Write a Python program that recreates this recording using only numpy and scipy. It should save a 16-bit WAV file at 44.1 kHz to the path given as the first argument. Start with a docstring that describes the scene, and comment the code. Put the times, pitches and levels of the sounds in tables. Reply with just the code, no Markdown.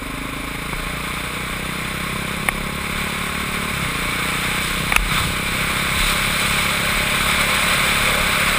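"""Pit lane, heard from a helmet camera: a single-cylinder four-stroke motorcycle pulls out, shifts up once.
The exhaust thumps in double puffs; engine clatter and the growing wind ring the camera's plastic case.
Air buffets and moans round the helmet. Bumps shake the mount, and a few sharp knocks on the case
overload the microphone."""
import sys
import numpy as np
from scipy import signal
from scipy.fft import rfft, irfft
from scipy.io import wavfile

SR = 44100
rng = np.random.default_rng(int(sys.argv[2]) if len(sys.argv) > 2 else 0)


def waveform_to_disk(signal):
    """Save audio, clipped to [-1, 1], as 16-bit WAV at the path in sys.argv[1]."""
    frames = np.transpose(np.atleast_2d(signal))
    scaled = np.clip(frames, -1, 1) * 32767
    samples = np.round(scaled).astype(np.int16)
    wavfile.write(sys.argv[1], SR, samples)


N = 378378
TIME = np.arange(N) / SR
HZ = np.fft.rfftfreq(N, 1 / SR)

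# Engine speed through two gears. Each row: time in seconds, firing rate in Hz.
FIRING_HZ = [(0.0, 25.37), (0.65, 28.18), (1.3, 30.46), (2.35, 33.24), (2.75, 34.59), (3.68, 36.52),
             (3.8, 34.34), (3.92, 28.81), (4.05, 29.83), (4.4, 30.82), (5.55, 32.77), (6.8, 34.41),
             (7.65, 35.05), (8.58, 35.22)]
# Camera case resonances. Each row: centre in Hz, width in Hz, air-driven dB, engine-driven dB.
CASE_MODES = [(660, 110, -13.5, -13), (838, 39, -7.5, -5.5), (1076, 89, -3.5, 1), (1251, 173, -2.5, -7.5),
              (1500, 236, -3, -11), (2100, 1960, -9, -42), (2267, 358, 0.5, -4), (3080, 83, -8.5, -20),
              (3567, 270, -5.5, -12.5), (3980, 243, -8, -32), (5020, 420, -18.5, -21.5),
              (6970, 550, -20.5, -25.5), (7930, 110, -13.5, -32), (8390, 630, -13, -26),
              (9686, 460, -13, -15), (10690, 370, -21, -20), (13200, 810, -26, -24), (14200, 250, -13, -17),
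              (15000, 420, -19, -29)]


def amp(db):
    """Decibels to gain."""
    return 10 ** (np.asarray(db) / 20)


def unit(x):
    """Scale to rms 1."""
    return x / np.sqrt(np.mean(x ** 2) + 1e-20)


def curve(rows):
    """Interpolate (seconds, value) rows at every sample."""
    return np.interp(TIME, *np.transpose(rows))


def add(mix, start_s, sound):
    """Mix a sound in at start_s."""
    part = mix[round(start_s * SR):][:len(sound)]
    part += sound[:len(part)]


def colour(x, gain):
    """Filter by a gain per frequency; rms 1."""
    return unit(irfft(rfft(x) * gain, N))


def noise(gain):
    """Coloured noise; rms 1."""
    return colour(rng.standard_normal(N), gain)


def drift(hz):
    """Random wander up to a rate; rms 1."""
    return noise(1 / (1 + (HZ / hz) ** 4))


def peaks(modes):
    """Gain per frequency of steep-sided resonances (Hz, width Hz, dB)."""
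    gains = (amp(db) / (1 + (1.29 * (HZ - hz) / width_hz) ** 2) for hz, width_hz, db in modes)
    return np.sqrt(sum(gain ** 2 for gain in gains))


def ring(drive, modes):
    """Ring pipe modes (Hz, width Hz, dB), neighbours in opposite phase; rms 1."""
    t = TIME[:4000]
    response = sum((-1) ** k * amp(db) * width * np.exp(-np.pi * width * t) * np.cos(2 * np.pi * hz * t)
                   for k, (hz, width, db) in enumerate(modes))
    return unit(signal.oaconvolve(drive, response)[:N])


def pulses(cycles):
    """One impulse per whole cycle, split between the two nearest samples."""
    whole = np.floor(cycles)
    at = np.flatnonzero(np.diff(whole))
    late = (whole[at + 1] - cycles[at]) / (cycles[at + 1] - cycles[at])
    out = np.zeros(N)
    out[at], out[at + 1] = 1 - late, late
    return out


def road_speed(engage_s=3.92, gear_step=1.27):
    """Share of top speed: follows the revs through the gearing, coasts during the shift."""
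    speed = np.maximum.accumulate(curve(FIRING_HZ) * np.where(TIME > engage_s, gear_step, 1))
    return speed / speed[-1]


def gusts():
    """Bell-shaped gusts on the helmet: extra dB of roar, hiss, buffet and moan."""
    # Each row: centre and length in seconds, then dB of roar, hiss, buffet, moan.
    swells = [(3.833, 0.097, 1.5, 1.5, 6, 2), (4.662, 0.1, -1.5, 1.5, -2, 2), (4.8, 0.16, -3, 0, 5, 0),
              (5.176, .2, 3, 4.5, 7.5, 1), (5.28, .12, -3.5, 1.5, 9.5, 0), (5.55, .1, -0.5, 0.5, 7, 0),
              (6.067, 0.2, 1, 4, -4, 1), (6.45, 0.54, 1, 2.5, 1, 1), (8.152, 0.16, -1.5, -0.5, -3, 6)]
    return sum(np.outer(extra_db, np.exp(-(2 * (TIME - centre_s) / length_s) ** 2))
               for centre_s, length_s, *extra_db in swells)


def helmet(buffet_hz=133, buffet_width_hz=65, moan_onset=0.91):
    """Air round the helmet: low buffeting grows with speed, a hollow moan swells near top speed."""
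    # Each row: centre in Hz, width in Hz, relative level in dB.
    moan_modes = [(519, 64, 8), (603, 29, 12.5)]
    speed = road_speed()
    _, _, buffet_gust_db, moan_gust_db = gusts()
    buffet_db = -34.5 + 10 * np.log2(speed) + buffet_gust_db
    moan_db = np.interp(speed, [moan_onset, 1], [-43, -33.5]) + moan_gust_db
    buffet = amp(buffet_db) * noise(peaks([(buffet_hz, buffet_width_hz, 0)]))
    return buffet + amp(moan_db) * noise(peaks(moan_modes))


def whistles():
    """Air over an edge of the case: brief swells of narrow-band noise."""
    # Each row: centre and length in seconds, level in dB, pitch and width in Hz.
    bands = [(5.167, .2, -29, 1250, 200), (6.06, 0.17, -30, 3930, 160)]
    return sum(amp(db) * np.exp(-(2 * (TIME - centre_s) / length_s) ** 2) * noise(peaks([(hz, width, 0)]))
               for centre_s, length_s, db, hz, width in bands)


def wind(split_hz=2800, low_cut_hz=600, flutter_db=0.54, crackle_db=-0.86, fizz_db=1.5):
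    """Turbulent air excites the case, louder with speed; eddies make it flutter and crackle."""
    # Slow swell; sinks as the rider looks aside. Each row: time in seconds, level offset in dB.
    exposure = [(0, -0.5), (1.1, 1), (2.3, -1), (2.72, -4.5), (3.0, 0), (3.3, -2), (4.5, 0), (4.9, -1.5),
                (5.42, -3.5), (5.62, -1), (6.95, -1.1), (7.7, 1.4), (8.58, 0)]
    speed_octaves, exposure_db = np.log2(road_speed()), curve(exposure)
    roar_gust_db, hiss_gust_db, _, _ = gusts()
    roar_db = -20.5 + 17.5 * speed_octaves + exposure_db + roar_gust_db
    hiss_db = -24 + 19 * speed_octaves + exposure_db + hiss_gust_db
    case = peaks([(hz, width, db) for hz, width, db, _ in CASE_MODES])
    case /= np.sqrt(1 + (low_cut_hz / (HZ + 1)) ** 6)
    low_share = 1 / (1 + (HZ / split_hz) ** 16)
    eddies_db = flutter_db * drift(30)
    roar_drive = rng.standard_normal(N) * amp(eddies_db + crackle_db * drift(500))
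    hiss_drive = rng.standard_normal(N) * amp(eddies_db + fizz_db * drift(630))
    roar = amp(roar_db) * colour(roar_drive, case * np.sqrt(low_share))
    hiss = amp(hiss_db) * colour(hiss_drive, case * np.sqrt(1 - low_share))
    return roar + hiss


def mount(start_db=-39, end_db=-32.5, rise_s=0.007):
    """The mount shudders steadily more as the ride goes on, and swings at each bump in the track."""
    # Shudder spectrum. Each row: frequency in Hz, relative density in dB.
    shudder = [(8, -26), (22, -12), (33, 0), (45, -10), (65, -14), (100, -18), (200, -20), (300, -22),
               (450, -26), (700, -38), (1500, -70)]
    # Each row: start in seconds, level in dB, swing in Hz, t60 in seconds.
    bumps = [(.745, -20.5, 33.3, 0.51), (2.5, -26, 34.4, 0.89), (2.92, -22, 33.6, .4),
             (4.701, -21, 34.5, 0.98), (4.974, -7, 42, 0.39), (5.95, -24, 79, 0.37),
             (5.998, -15, 35.3, 0.56), (6.95, -19, 36.6, 0.57), (8.2, -22, 34.7, 0.49)]
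    knots_hz, knots_db = np.transpose(shudder)
    spectrum = amp(np.interp(np.log(HZ + 1), np.log(knots_hz), knots_db))
    out = noise(spectrum) * amp(np.linspace(start_db, end_db, N))
    t = TIME[:SR // 2]
    for start_s, db, hz, t60_s in bumps:
        envelope = amp(db - 60 * t / t60_s) * (1 - np.exp(-t / rise_s))
        add(out, start_s, envelope * np.sin(2 * np.pi * hz * t))
    return out


def knocks(rise_s=0.0005, tick_hz=10000):
    """Hard knocks ring the plastic case for milliseconds, with a thin tick on top."""
    # Each row: start in seconds, level in dB, ring in Hz, t60 in seconds, tick in dB re the ring.
    hits = [(.732, -10.5, 1070, .014, -25), (2.4868, 3, 2150, .014, -10), (4.9228, 2, 2200, .011, -14),
            (4.9625, 9, 2550, .012, -11)]
    # Each row: multiple of the ring frequency, relative level in dB.
    knock_modes = [(.39, -8.5), (.52, -4.5), (.7, -9), (.88, -4), (1, -0.5), (1.1, -19)]
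    out, t = np.zeros(N), TIME[:1500]
    tick = np.sin(2 * np.pi * tick_hz * t) + 0.5 * np.sin(2 * np.pi * 1.4 * tick_hz * t)
    for start_s, db, hz, t60_s, tick_db in hits:
        body = sum(amp(mode_db) * np.sin(2 * np.pi * hz * ratio * t) for ratio, mode_db in knock_modes)
        envelope = amp(db - 60 * t / t60_s) * (1 - np.exp(-t / rise_s))
        add(out, start_s, envelope * (body + amp(tick_db) * tick))
    return out


def clatter(cycles, start_db=-33, db_per_octave=3, ticks_per_s=1500, tick_db=-3, valve_db=-11,
            throb_db=3.4, rattle_s=0.0012):
    """Chain ticks, closing valves and fine hiss ring the case: hardest after firing, louder with revs."""
    tick_sizes = amp(2 * np.minimum(rng.exponential(1, N), 4)) * rng.choice([-1, 1], N)
    ticks = unit(tick_sizes * (rng.random(N) < ticks_per_s / SR))
    throb = amp(throb_db * np.cos(2 * np.pi * (cycles - 0.3)))
    drive = unit((rng.standard_normal(N) + amp(tick_db) * ticks) * throb)
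    # each valve rattles briefly on its seat
    closings = pulses(cycles - 0.25) + 0.5 * pulses(cycles - 0.75)
    rattle = signal.lfilter([1], [1, -np.exp(-1 / (rattle_s * SR))], closings)
    valves = unit(rattle * rng.standard_normal(N) * amp(3 * drift(40)))
    case = peaks([(hz, width, db) for hz, width, _, db in CASE_MODES])
    rev_octaves = np.log2(curve(FIRING_HZ) / FIRING_HZ[0][1])
    return amp(start_db + db_per_octave * rev_octaves) * colour(drive + amp(valve_db) * valves, case)


def gear_shift(start_s=3.715, length_s=0.15, move_s=0.015):
    """The throttle shuts briefly for the shift: 0 while pulling, 1 while shut."""
    return np.clip(np.minimum(TIME - start_s, start_s + length_s - TIME) / move_s, 0, 1)


def exhaust(cycles, second_lag_cycles=0.19, second_db=-6, uneven_db=-0.76, jitter_cycles=0.00088,
            soft_hz=520, shut_depth=0.65, lug_hz=28.3, lug_span_hz=1.2, rasp_db=-17,
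            pop_lag_cycles=0.216, pop_db=-29.5, crank_db=-37.5):
    """Blow-down and a softer second puff ring the silencer; throttle shut, blow-down fades, pipe pops."""
    # Engine load. Each row: time in seconds, exhaust level in dB.
    load = [(0, -34), (2.3, -30.3), (3.2, -32), (3.95, -30), (4.3, -29.5), (6.5, -31.5), (8.58, -31.5)]
    # Silencer and hollow pipe resonances. Each row: centre in Hz, width in Hz, relative level in dB.
    silencer_modes = [(127, 33, -1.5), (183, 92, 2.5), (223.2, 94, -1), (377, 72, -6.5), (454, 115, -7.5)]
    pop_modes = [(140, 100, 3), (239, 92, -1)]
    shut = gear_shift()
    throttle = 1 - shut_depth * shut
    cycles = cycles + jitter_cycles * drift(23)
    blow_down = throttle * pulses(cycles)
    second_puff = (amp(second_db) * throttle + 1 - throttle) * pulses(cycles - second_lag_cycles)
    puffs = (blow_down + second_puff) * amp(uneven_db * drift(99))
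    # the valve opens smoothly, so the puffs are dull
    puffs = signal.sosfilt(signal.butter(3, soft_hz, fs=SR, output="sos"), puffs)
    # turbulent gas rasps while the valve is open
    rasp = unit(noise(peaks([(357, 390, 0)])) * np.exp(0.28 * np.cos(2 * np.pi * (cycles - 0.26))))
    # the pipe booms most while the engine lugs at low revs
    lugging = np.clip((lug_hz - curve(FIRING_HZ)) / lug_span_hz, 0, 1)
    boom = amp(-11 + 7.5 * lugging) * ring(puffs, [(269, 39, 0)])
    pipe = amp(curve(load)) * (ring(puffs, silencer_modes) + boom + amp(rasp_db) * rasp)
    pops = amp(pop_db) * shut * ring(pulses(cycles - pop_lag_cycles), pop_modes)
    # the crank shakes the air twice per firing
    crank = amp(crank_db) * unit(-np.cos(2 * np.pi * 2 * cycles))
    return pipe + pops + crank


def scene():
    """Engine, air, mount and knocks at the camera; mono."""
    cycles = 0.56 + np.cumsum(curve(FIRING_HZ)) / SR  # one per firing
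    engine = exhaust(cycles) + clatter(cycles)
    air = wind() + whistles() + helmet()
    return (engine + air + mount() + knocks())[None]


def record(dry, threshold_db=-9, recovery_db_per_s=55, edge_hz=15400):
    """Gain control ducks just after each overload, too late to stop clipping; then the band limit."""
    power = signal.lfilter(np.ones(128) / 128, 1, dry[0] ** 2)
    fall_db = TIME * recovery_db_per_s
    held_db = np.maximum.accumulate(10 * np.log10(power + 1e-12) + fall_db) - fall_db
    over_db = np.maximum(held_db - threshold_db, 0)
    duck_db = 0.7 * signal.lfilter(np.hanning(600) / 300, 1, over_db)
    clipped = np.clip(dry * amp(-duck_db), -1, 1)
    low_pass = signal.firwin(511, edge_hz, window=("kaiser", 9), fs=SR)
    return signal.oaconvolve(clipped, low_pass[None], "same")


dry = scene()
out = record(dry)
waveform_to_disk(out)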